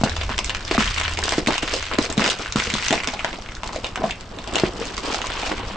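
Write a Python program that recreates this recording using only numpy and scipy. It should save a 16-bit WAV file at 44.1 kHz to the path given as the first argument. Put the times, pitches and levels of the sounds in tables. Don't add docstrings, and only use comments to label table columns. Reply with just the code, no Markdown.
import sys
import numpy as np
from scipy import signal
from scipy.fft import rfft, irfft, next_fast_len
from scipy.io import wavfile
from scipy.ndimage import uniform_filter1d, minimum_filter1d, map_coordinates

SR = 44100
rng = np.random.default_rng(int(sys.argv[2]) if len(sys.argv) > 2 else 0)


def store_wav(level_fs):
    pcm = np.round(np.clip(np.atleast_2d(level_fs), -1, 1) * 32767)
    wavfile.write(sys.argv[1], SR, pcm.T.astype(np.int16))


N = 254016


def amp(db):
    return 10 ** (np.asarray(db) / 20)


def unit(x):
    return x / np.sqrt(np.mean(x ** 2) + 1e-20)


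def along(points, hz):
    f, v = np.transpose(points)
    return np.interp(np.log(hz + 1), np.log(f + 1), v)


def curves(rows):
    s, *cols = np.transpose(rows)
    return [np.interp(np.arange(N) / SR, s, c) for c in cols]


def wobble(rate_hz):
    knots = rng.standard_normal(int(N * rate_hz / SR) + 4)
    return map_coordinates(knots, [np.arange(N) * rate_hz / SR])


def filtered(x, response):
    m = next_fast_len(x.shape[-1] * 5 // 4)
    spectrum = rfft(x, m) * response(np.fft.rfftfreq(m, 1 / SR))
    return irfft(spectrum, m)[..., :x.shape[-1]]


def add(out, s, sound):
    k = round(s * SR)
    out[..., k:k + sound.shape[-1]] += sound[..., :N - k]


# hz, correlation
LIKENESS = [(100, 0.97), (300, 0.88), (700, 0.87), (1500, 0.72), (3000, 0.55), (8000, 0.51)]


def pair(noise, spectrum):
    def mid_side(hz):
        angle = np.arccos(np.clip(along(LIKENESS, hz), -1, 1)) / 2
        return amp(along(spectrum, hz)) * [np.cos(angle), np.sin(angle)]

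    both = filtered(noise, mid_side)
    mid, side = both[..., :1, :], both[..., 1:, :]
    return mid + np.array([[1], [-1]]) * side


def swells(start_s, length_s, level_db, attack_s, fade_db_per_s, rest_db):
    step = 32
    t = np.arange(0, N, step)[:, None] / SR - start_s
    faded_db = level_db - fade_db_per_s * np.maximum(t - length_s, 0)
    each = amp(faded_db) * np.clip(t / attack_s, 0, 1)
    power = np.repeat((each ** 2).sum(1), step)[:N]
    return 10 * np.log10(power + amp(rest_db) ** 2)


# time_s, firing_cycle_hz, level_db
IDLE_COURSE = [(0, 10.9, -33), (1.5, 10.1, -36.5), (2.5, 10.6, -39), (3.8, 11.6, -37.5), (4.6, 8.6, -42.5),
               (5.76, 11, -34)]
# multiple, rel_db
FIRING_ORDERS = [(1, 2), (2, 6), (3, 0), (4, 2), (5, -3), (6, -1), (7, 0), (8, -4), (9, -7), (11, -12),
                 (13, -14)]
# pitch_hz, rel_db
ACCESSORY_TONES = [(100.2, -53), (122.3, -70)]
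# hz, rel_db
BAY_WASH = [(65, -25), (110, -7), (206, -1), (276, -8.5), (1230, -10.5), (1430, -13.5), (5270, -39.5),
            (7490, -31.5), (9000, -42.5), (11700, -76), (19800, -120)]


def engine():
    cycle_hz, level_db = curves(IDLE_COURSE)
    phase = 2 * np.pi * np.cumsum(cycle_hz) / SR
    beat = sum(amp(rel_db + 2 * wobble(3)) * np.cos(k * phase + .3 * wobble(2) - .3 * k)
               for k, rel_db in FIRING_ORDERS)
    t = np.arange(N) / SR
    tones = sum(amp(rel_db + 2.5) * np.sin(2 * np.pi * hz * t + 0.23 * wobble(15.0))
                for hz, rel_db in ACCESSORY_TONES)
    wash = amp(-41.0 + 2.1 * wobble(2.8)) * unit(pair(rng.standard_normal((2, N)), BAY_WASH))
    return amp(level_db) * unit(beat) + tones + wash


# start_s, length_s, level_db
PANEL_DRONES = [(0.071, 0.18, -27.5), (0.453, 0.093, -35), (0.912, .33, -29.5), (1.703, 0.5, -40.5),
                (2.605, 0.21, -37.5)]
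DRONE_HZ = 79.5
DRONE_ATTACK_S, DRONE_FADE_DB_PER_S, DRONE_REST_DB = .04, 192.5, -50.5
# time_s, level_db
CHASSIS_RUMBLE = [(0, -53), (.1, -32.5), (.7, -37), (.9, -30), (1.25, -43), (2.3, -46), (2.7, -41),
                  (3, -55.5), (4.5, -39.5), (5.76, -40)]


def body():
    drone_db = swells(*np.transpose(PANEL_DRONES), DRONE_ATTACK_S, DRONE_FADE_DB_PER_S, DRONE_REST_DB)
    drone = np.sin(2 * np.pi * np.cumsum(DRONE_HZ + 1.5 * wobble(8)) / SR)
    rumble_db, = curves(CHASSIS_RUMBLE)
    # hz, rel_db
    low_band = [(12, -21.5), (25, 3.5), (45, 16.0), (70, -3.0), (110, 6.5), (160, -24.0), (400, -71)]
    rumble = unit(filtered(rng.standard_normal(N), lambda f: amp(along(low_band, f))))
    return amp(drone_db + 0.67 * wobble(8.9)) * drone + amp(rumble_db) * rumble


# hz, t60_s
UNDERBODY_DECAY = [(200, 0.12), (2000, 0.21), (9000, 0.066)]


def underbody(x):
    hz, t, z = signal.stft(rng.standard_normal((2, SR // 6)), SR, nperseg=128)
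    decay = amp(-60 * t / along(UNDERBODY_DECAY, hz)[:, None])
    noise = signal.istft(z * decay, SR, nperseg=128)[1]
    tail = pair(noise, [(100, 0.0099), (9000, 0.0042)])
    delayed = np.pad(x, (90, 0))
    return signal.fftconvolve(delayed[None], tail / np.linalg.norm(tail[0]), axes=1)[:, :N]


def grit(spectrum, rate_hz, spread_db, life_s, bed_db):
    size = amp(spread_db * np.minimum(rng.exponential(size=N), 4))
    ticks = (rng.random(N) < rate_hz / SR) * size
    gate = signal.lfilter([1], [1, -np.exp(-1 / (life_s * SR))], ticks)
    return unit(pair((unit(gate) + amp(bed_db)) * rng.standard_normal((2, N)), spectrum))


def chips(rate_hz, centre_hz, octaves, cycles, spread_db):
    count = int(rate_hz * N / SR)
    luck, k = rng.random((count, 2)), np.arange(200)
    tone, side = rng.standard_normal((2, count, 1))
    turns = np.clip(centre_hz * 2 ** (octaves * tone), 200, 8800) * k / SR
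    size = amp(-spread_db * np.log(luck[:, 1:] + 0.012))
    ring = size * np.sin(2 * np.pi * turns) * np.exp(-turns / cycles) * (1 - k / 200)
    at = ((luck[:, :1] * N).astype(int) + k).ravel()
    mid, off = (np.bincount(at, (ring * w).ravel(), minlength=N)[:N] for w in (1, 0.55 * side))
    return unit(filtered(np.array([mid + off, mid - off]), lambda f: f ** 2 / (f ** 2 + (0.16 * centre_hz) ** 2)))


# time_s, level_db
PEELING = [(4.3, -57.5), (4.56, -37.5), (4.72, -50), (4.9, -40.5), (5.01, -44.5), (5.06, -29), (5.2, -39.5),
           (5.4, -31.5), (5.55, -37.5), (5.76, -37.5)]
# centre_hz, width_hz, rel_db
FLAT_SHELL_MODES = [(1000, 370, 5), (3000, 900, 0.5), (4360, 1000, -8)]


def release():
    def modes(f):
        return sum((-1) ** k * amp(rel_db) * 1j * f * width / (centre ** 2 - f * f + 1j * f * width)
                   for k, (centre, width, rel_db) in enumerate(FLAT_SHELL_MODES))

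    near_flat = [(100, 0.0068), (9000, 0.002)]  # hz, rel_db
    rustle = filtered(grit(near_flat, 900., spread_db=1.0, life_s=0.0011, bed_db=-5.5), modes)
    return amp(curves(PEELING)[0] + 1.8 * wobble(35)) * unit(rustle)


# start_s, length_s, crunch_db, fizz_above_crunch_db, creak_db, creak_length_s
WALL_FOLDS = [(0.044, 0.075, -36.5, -2.5, -28, 0.023), (0.196, 0.024, -34.5, -4, -48, .02),
              (0.289, 0.029, -35.5, -6, -41, 0.018), (0.371, 0.011, -29, -9, -36, .01),
              (0.429, 0.06, -48, 5, -42.5, 0.038), (0.666, 0.035, -37, -3, -37, .03),
              (0.709, 0.092, -28.5, -5, -26.5, .01), (0.774, 0.14, -32, -3.5, -33.5, 0.043),
              (0.899, .22, -32, -6.5, -46, .1), (1.174, 0.038, -38, 4, -31, .02),
              (1.234, 0.072, -33, -0.5, -35, 0.059), (1.322, 0.056, -38.5, 4.5, -30.5, .01),
              (1.374, 0.02, -38, 3, -30, 0.009), (1.463, 0.1, -30.5, -4.5, -22.5, 0.035),
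              (1.617, 0.088, -30.5, -3.5, -34, .03), (1.726, 0.045, -31, 1, -27, 0.014),
              (1.787, .11, -35.5, -4, -50, .05), (1.905, 0.052, -34.5, -11.5, -28, .01),
              (1.977, 0.083, -39.5, 4.5, -26, 0.018), (2.086, 0.032, -35.5, -6.5, -27.5, .01),
              (2.168, 0.081, -30.5, -0.5, -28.5, 0.073), (2.25, 0.055, -29.5, 0.5, -26.5, 0.035),
              (2.341, 0.14, -37.5, -4.5, -52, .05), (2.388, 0.028, -51, -2, -31.5, .02),
              (2.561, 0.1, -33, 3, -38, 0.018), (2.644, 0.27, -33.5, -1.5, -42, 0.11),
              (2.906, 0.072, -33.5, 1, -27, 0.042), (3.066, 0.14, -40.5, -8.5, -42, 0.063),
              (3.249, 0.019, -32.5, -20, -34.5, 0.018), (3.32, 0.048, -45.5, -14, -34, 0.023),
              (3.638, 0.17, -47, 3, -40, 0.15), (3.829, 0.039, -41, -0.5, -40.5, 0.033),
              (3.959, .05, -58, -6, -36, 0.047), (4.028, 0.051, -36, -3.5, -27, 0.021),
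              (4.09, 0.016, -48, -1, -48, 0.018), (4.308, 0.13, -55, -12, -38.5, 0.11),
              (4.468, 0.054, -45, 0, -36, 0.068), (4.536, 0.093, -35, -4, -32, 0.068),
              (4.641, 0.029, -38, -4, -40, 0.032), (4.744, 0.032, -45.5, 1, -40.5, .03),
              (4.799, 0.035, -36, -2.5, -34.5, 0.024), (4.859, 0.085, -43.5, 5, -37, .08),
              (4.974, 0.034, -43, 5.5, -37, 0.023), (5.024, 0.13, -39.5, 6.5, -31, 0.11),
              (5.147, 0.051, -40.5, 2.5, -32.5, 0.086), (5.242, 0.079, -37.5, -1.5, -42.5, 0.13),
              (5.384, 0.12, -36.5, 2, -32, 0.14), (5.562, .04, -51, 0, -36.5, 0.049)]
# time_s, crunch_db, creak_db
STEADY_PRESSURE = [(0, -43, -46.5), (2.0, -48.5, -46.5), (3.3, -45, -51.5), (3.6, -52.5, -49.5),
                   (3.92, -52.5, -51), (4.25, -52, -55), (4.72, -51.5, -41), (5.3, -43.5, -45),
                   (5.76, -48, -40)]
FOLD_ATTACK_S, FOLD_FADE_DB_PER_S, CREAK_FADE_DB_PER_S = 0.0089, 305, 298.5
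REST_FIZZ_ABOVE_CRUNCH_DB = 1


def pressure():
    start_s, length_s, crunch_db, fizz_db, creak_db, creak_length_s = np.transpose(WALL_FOLDS)
    rest_db, creak_rest_db = curves(STEADY_PRESSURE)
    fold = FOLD_ATTACK_S, FOLD_FADE_DB_PER_S
    return (swells(start_s, length_s, crunch_db, *fold, rest_db),
            swells(start_s, length_s, crunch_db + fizz_db, *fold, rest_db + REST_FIZZ_ABOVE_CRUNCH_DB),
            swells(start_s, creak_length_s, creak_db, FOLD_ATTACK_S, CREAK_FADE_DB_PER_S, creak_rest_db))


# hz, rel_db
CRUNCH_SPECTRUM = [(300, -120), (700, -24), (1000, -2), (2000, -0.5), (3000, 2), (4500, -9), (9000, -69.5)]
FIZZ_SPECTRUM = [(1200, -120), (2400, 3.5), (3300, 3.5), (5000, 5.5), (7800, -3.5), (9000, -11.5),
                 (10200, -82.5), (13000, -120)]
CREAK_SPECTRUM = [(100, -56.5), (180, -8.5), (280, 2), (450, -0.5), (800, -5.5), (1200, -8.5), (3000, -48)]


def crumple():
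    crunch_db, fizz_db, creak_db = pressure()
    surge_db, bed_db = 1.5 * wobble(45), -5
    crunch = grit(CRUNCH_SPECTRUM, 400., spread_db=3.5, life_s=0.0018, bed_db=bed_db)
    crunch = crunch + amp(-2.5) * chips(600., 2020.0, octaves=0.52, cycles=3.1, spread_db=6)
    fizz = grit(FIZZ_SPECTRUM, 600., spread_db=3.0, life_s=0.00075, bed_db=bed_db)
    fizz = fizz + amp(-7.0) * chips(530.0, 4920.0, octaves=0.29, cycles=14.0, spread_db=6.5)
    creak = grit(CREAK_SPECTRUM, 150., spread_db=5.5, life_s=0.0046, bed_db=bed_db)
    creak = creak + amp(-2.5) * chips(250., 623.0, octaves=0.55, cycles=0.81, spread_db=6)
    fizz_db = fizz_db + surge_db + 1.18 * wobble(30)
    return amp(crunch_db + surge_db) * crunch + amp(fizz_db) * fizz + amp(creak_db) * creak


SMALL_ABOVE_CRUNCH_DB, SMALL_SPREAD_DB = 16., 2
SMALL_HZ, SMALL_SPREAD_OCTAVES, SMALL_BRIGHT_DB = 2450, 0.68, -6.


def small_cracks(count):
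    s, luck = rng.random(count) * (N - 1) / SR, rng.standard_normal((count, 3))
    crunch_db = pressure()[0][(s * SR).astype(int)]
    peak_db = crunch_db + SMALL_ABOVE_CRUNCH_DB + SMALL_SPREAD_DB * luck[:, 0]
    centre_hz = np.clip(SMALL_HZ * 2 ** (SMALL_SPREAD_OCTAVES * luck[:, 1]), 700, 8000)
    return np.transpose([s, peak_db, centre_hz, SMALL_BRIGHT_DB + 6 * luck[:, 2]])


# time_s, peak_db, centre_hz, brightness_db
WALL_CRACKS = [(.012, -19, 900, -11), (.036, -3, 710, 0), (.0745, -13, 1730, -21), (.0957, -18, 3980, -7),
               (.166, -12, 3650, -9), (.213, -12.5, 3170, -16), (.293, -12, 1270, -16),
               (.3147, -14, 1740, -12), (.38, -11, 3060, -1), (.39, -6, 5400, -6), (.445, -12, 2200, 13),
               (.4762, -21, 3250, 5), (.4953, -9.5, 3040, -9), (.5035, -14, 1550, -10),
               (.5484, -8.5, 2450, -8), (.5693, -23, 2650, -25), (.6072, -22, 3640, -4),
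               (.6505, -17.5, 5470, -1), (.6788, -15.5, 3790, -8), (.7121, -7.5, 2050, -6),
               (.7482, -11, 1740, 0), (.7794, -8, 1490, -1), (.799, -14, 1680, -8), (.8066, -6, 1570, -7),
               (.8252, -10, 1980, -12), (.8434, -11, 2000, -1), (.8635, -13, 1900, 0),
               (.8753, -15, 2840, -1.5), (.9438, -16, 2710, 2), (.9801, -10.5, 2150, -2),
               (.9994, -10.5, 1570, -2), (1.0129, -9.5, 2960, -10), (1.0348, -13, 2930, -8),
               (1.0518, -13.5, 2800, -13), (1.0798, -10, 2240, -15), (1.1118, -18, 1310, -17),
               (1.1362, -17.5, 2610, 7), (1.173, -11.5, 2490, -10), (1.1894, -12, 900, 4),
               (1.2276, -12, 1670, -23), (1.2379, -7, 3660, 15), (1.2562, -14, 5920, -5),
               (1.2812, -12, 2860, -39), (1.2921, -7.5, 3470, 5), (1.3223, -7.5, 790, -4),
               (1.3348, -13, 3170, -3), (1.384, -15, 1960, -19), (1.462, -15.5, 2200, -9),
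               (1.4713, -1.5, 3040, 10), (1.5077, -11, 2200, -10), (1.5232, -12, 900, -7),
               (1.5802, -9.5, 3280, -6.5), (1.6286, -13.5, 710, -6), (1.6778, -9, 1560, -10),
               (1.712, -16, 1660, -10), (1.738, -10, 3050, 1), (1.8264, -14, 2280, -5),
               (1.8665, -22, 2520, -8), (1.914, -14.5, 1370, -27), (1.9858, -7, 710, -10),
               (2.0453, -16.5, 710, -29), (2.1005, -17, 3880, 22), (2.1253, -14.5, 8100, 7),
               (2.178, -10.5, 3280, -5.5), (2.2046, -15, 2540, 5), (2.2201, -6.5, 1490, -19),
               (2.2422, -8, 3170, -9), (2.2503, -7, 2930, -16), (2.2615, -3.5, 1120, -1),
               (2.2771, -6, 3860, -12), (2.2997, -2.5, 3100, 16), (2.319, -13, 5150, -22),
               (2.3946, -21, 1280, -4), (2.4598, -15, 2000, -21), (2.5238, -10, 5640, -3),
               (2.5596, -7, 1010, -3.5), (2.5849, -13.5, 1460, -6), (2.6004, -7, 2590, -12),
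               (2.6214, -13, 1640, -12), (2.658, -21, 6700, 10.5), (2.7013, -8, 2220, 1),
               (2.739, -10, 3600, 4), (2.783, -14, 2510, -9), (2.8253, -12, 2140, -6),
               (2.8625, -24, 1500, -4), (2.8836, -9.5, 5640, 1), (2.9071, -6.5, 2720, -5),
               (2.9268, -2, 760, -5), (2.978, -13, 2330, -27), (3.0023, -12, 2170, -19),
               (3.0352, -13, 2240, -6), (3.044, -13, 1370, -3), (3.074, -3.5, 5830, -8.5),
               (3.0862, -11, 2550, -14), (3.1381, -15.5, 810, -10), (3.193, -12.5, 2400, -11),
               (3.2077, -19, 1310, -13), (3.2461, -5.5, 950, -14), (3.3296, -19.5, 2450, -17),
               (3.4217, -27, 5120, -5), (3.4611, -20.5, 3290, -14), (3.4886, -19.5, 1900, -16),
               (3.52, -22.5, 1780, -11), (3.5509, -22.5, 5760, 1), (3.568, -23, 1680, -3),
               (3.6334, -14.5, 840, -12), (3.6421, -23, 2860, 9), (3.6752, -18.5, 1080, 6),
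               (3.6919, -19.5, 910, -35), (3.731, -19.5, 1010, -2), (3.7602, -16.5, 710, -3),
               (3.8445, -10.5, 3440, -12), (3.8669, -19, 3120, -5), (3.958, -9, 1340, -1.5),
               (3.9759, -14.5, 815, -30), (4.0194, -28, 730, -30), (4.0444, -19, 760, -12),
               (4.109, -11.5, 3030, -2), (4.1232, -20.5, 2760, -17), (4.2091, -24, 2760, 6),
               (4.387, -19, 3120, -9), (4.4412, -22.5, 1380, -4), (4.4756, -17.5, 710, -6),
               (4.5374, -18, 3380, 5), (4.547, -13, 710, -21), (4.5563, -6, 2950, -2),
               (4.5823, -14, 3940, 6), (4.5985, -9, 716, 4), (4.639, -17, 1250, -26),
               (4.7997, -24, 7400, 0), (4.854, -18, 6850, -6), (4.9674, -21, 4970, -3),
               (4.9792, -14, 1290, -4), (5.1173, -24, 2860, -12), (5.1448, -11.5, 1360, -3),
               (5.2168, -13, 2860, -11), (5.2423, -14.5, 1060, -19), (5.2694, -16.5, 1180, 2),
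               (5.3012, -14, 3470, -23), (5.3378, -25, 2200, -11), (5.433, -19, 800, -6),
               (5.482, -24, 900, -17), (5.5176, -11.5, 860, -22), (5.5802, -17.5, 2970, -6)]
# hz, rel_db
SNAP_SPECTRUM = [(200, -6), (600, 0.5), (1500, 3.5), (3500, -0.5), (7800, -7.5), (9000, -22.5),
                 (10200, -79.5), (13000, -120)]
SPIKE_T60_S, TAIL_T60_S, TAIL_DB = 0.0048, .026, -15.5
EVEN_BRIGHT_DB = -7.5


def cracks():
    out, lead = np.zeros((2, N)), 64
    rows = np.transpose([*WALL_CRACKS, *small_cracks(count=110)])
    s, peak_db, hz, bright_db = rows[..., None, None]
    t = np.arange(SR // 16) / SR
    shape = (amp(-60 * t / SPIKE_T60_S) + amp(TAIL_DB - 60 * t / TAIL_T60_S)) * (1 - np.exp(-t / 0.00028))
    noise = np.pad(shape * rng.standard_normal((len(s), 2, len(t))), ((0, 0), (0, 0), (lead, 0)))

    def lift(f):
        return 1 + 1.5 * 1j * f * hz * 0.38 / (hz * hz - f * f + 1j * f * hz * 0.33)

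    def tilt(f):
        return amp((bright_db - EVEN_BRIGHT_DB) * np.tanh(1.7 * np.log((f + 1) / 3500)) / 2)

    sound = filtered(pair(noise, SNAP_SPECTRUM), lambda f: lift(f) * tilt(f))
    sound = amp(peak_db) * sound / np.abs(sound.mean(1, keepdims=True)).max(2, keepdims=True)
    for at, one in zip(s.ravel(), sound):
        add(out, max(at - lead / SR, 0), one)
    return out


# time_s, ring_db, shell_hz, t60_s, tyre_thump_db
BUCKLES = [(.011, -9.5, 213, 0.032, -34), (.033, .5, 240, 0.034, -30), (.301, -20.5, 235, 0.074, -51),
           (.709, -6, 372, 0.041, -45), (.747, -15, 690, 0.055, -33), (.779, -6.5, 228, 0.072, -20),
           (1.186, -17, 810, 0.036, -45), (1.319, -16, 353, .039, -42), (1.379, -2.5, 327, 0.041, -23),
           (1.469, -6, 242, .052, -39), (1.628, -12, 302, 0.043, -50), (1.735, -11, 514, 0.043, -45),
           (1.985, -4.5, 278, 0.047, -43), (2.04, -18.5, 483, .05, -41), (2.097, -11, 350, 0.026, -40),
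           (2.175, -14, 197, 0.1, -14), (2.263, -16, 463, .043, -29), (2.392, -20.5, 455, 0.052, -45),
           (2.555, -2, 214, .034, -36), (2.668, -17, 464, 0.045, -29), (2.735, -12.5, 198, 0.038, -28),
           (2.904, -10, 262, 0.048, -35), (2.923, -2.5, 683, 0.025, -25.5), (3.077, -20, 250, 0.089, -43),
           (3.132, -16.5, 735, 0.039, -50), (3.758, -17.5, 536, .06, -53), (3.84, -19.5, 540, 0.05, -41),
           (3.971, -17, 756, .05, -36), (3.994, -22, 278, .05, -31), (4.017, -10, 746, 0.025, -34),
           (4.037, -2, 704, 0.027, -20), (4.545, -18.5, 345, 0.096, -48), (4.593, -20, 700, .04, -38),
           (4.633, -6.5, 360, .09, -21), (4.806, -20, 455, 0.11, -55), (5.141, -17, 740, 0.051, -50),
           (5.428, -18, 780, 0.039, -47), (5.477, -23, 710, 0.038, -46), (5.512, -14.5, 350, 0.051, -37)]
# pitch_ratio, rel_db, t60_share
SHELL_MODES = [(1, 0.5, 0.57), (1.502, -3, 0.55), (2, -14, 0.63), (3.5, -4, 0.085)]
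OVERTONES_DB = -10
# pitch_hz, rel_db, t60_s
TYRE_AIR = [(186.6, -9, 0.34), (208.5, 2, 0.081)]


def pops():
    out, t = np.zeros(N), np.arange(SR // 6) / SR
    for s, ring_db, hz, t60_s, thump_db in BUCKLES:
        ring = 0
        for k, (ratio, rel_db, share) in enumerate(SHELL_MODES):
            level_luck, pitch_luck = rng.normal(size=2)
            if k > 0:
                rel_db = rel_db + OVERTONES_DB + 2.1 * level_luck
                ratio = ratio * (1 + 0.084 * pitch_luck)
            ring = ring + amp(rel_db - 60 * t / (share * t60_s)) * np.sin(2 * np.pi * hz * ratio * t)
        thump = sum(amp(rel_db - 60 * t / life_s) * np.sin(2 * np.pi * f * t) for f, rel_db, life_s in TYRE_AIR)
        attack = 1 - np.exp(-t / .0007)
        add(out, s + .0025, -(amp(ring_db) * ring + amp(thump_db) * thump) * attack)
    return out


# time_s, level_db, pitch_hz
COLLAPSES = [(0.0356, 27, 690), (0.3885, 9.5, 3050), (0.7795, 29.5, 1260), (1.4724, 19, 2140),
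             (2.3, 14, 3560), (2.558, -13.5, 1940), (3.076, -4, 3260), (4.6356, 13.5, 377)]


def bursts():
    out, t = np.zeros(N), np.arange(SR // 50) / SR
    for s, level_db, hz in COLLAPSES:
        height = (hz / 2000) ** 2
        splinter = .4 * height / (1 + height) * rng.standard_normal(len(t))
        envelope = amp(level_db - 60 * t / .003) * (1 - np.exp(-t / .0004))
        add(out, s, -envelope * (np.sin(2 * np.pi * hz * t) + splinter))
    return out


SHELL_LOW_HZ = 140.


def radiated(x):
    return filtered(x, lambda f: (1j * f) ** 2 / (SHELL_LOW_HZ ** 2 - f * f + 1.3j * f * SHELL_LOW_HZ))


def scene():
    hits = cracks() + radiated(pops())
    echo = amp(-4.5) * underbody(hits.mean(0))
    return hits + echo + radiated(bursts()) + crumple() + engine() + body() + release()


CEILING_DB, TOP_HZ = -3, 10304


def record(dry):
    need = np.minimum(1, amp(CEILING_DB) / (np.abs(dry).max(0) + 1e-9))
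    ahead, hold = 270, 30
    held = minimum_filter1d(np.pad(need, (0, ahead), mode="edge"), size=ahead + hold + 1)
    gain = uniform_filter1d(held[(ahead - hold) // 2:][:N], size=40)
    return filtered(dry * gain, lambda hz: 1 / (1 + (hz / 9000) ** 60) ** .5 * (hz < TOP_HZ))


dry = scene()
out = record(dry)
store_wav(out)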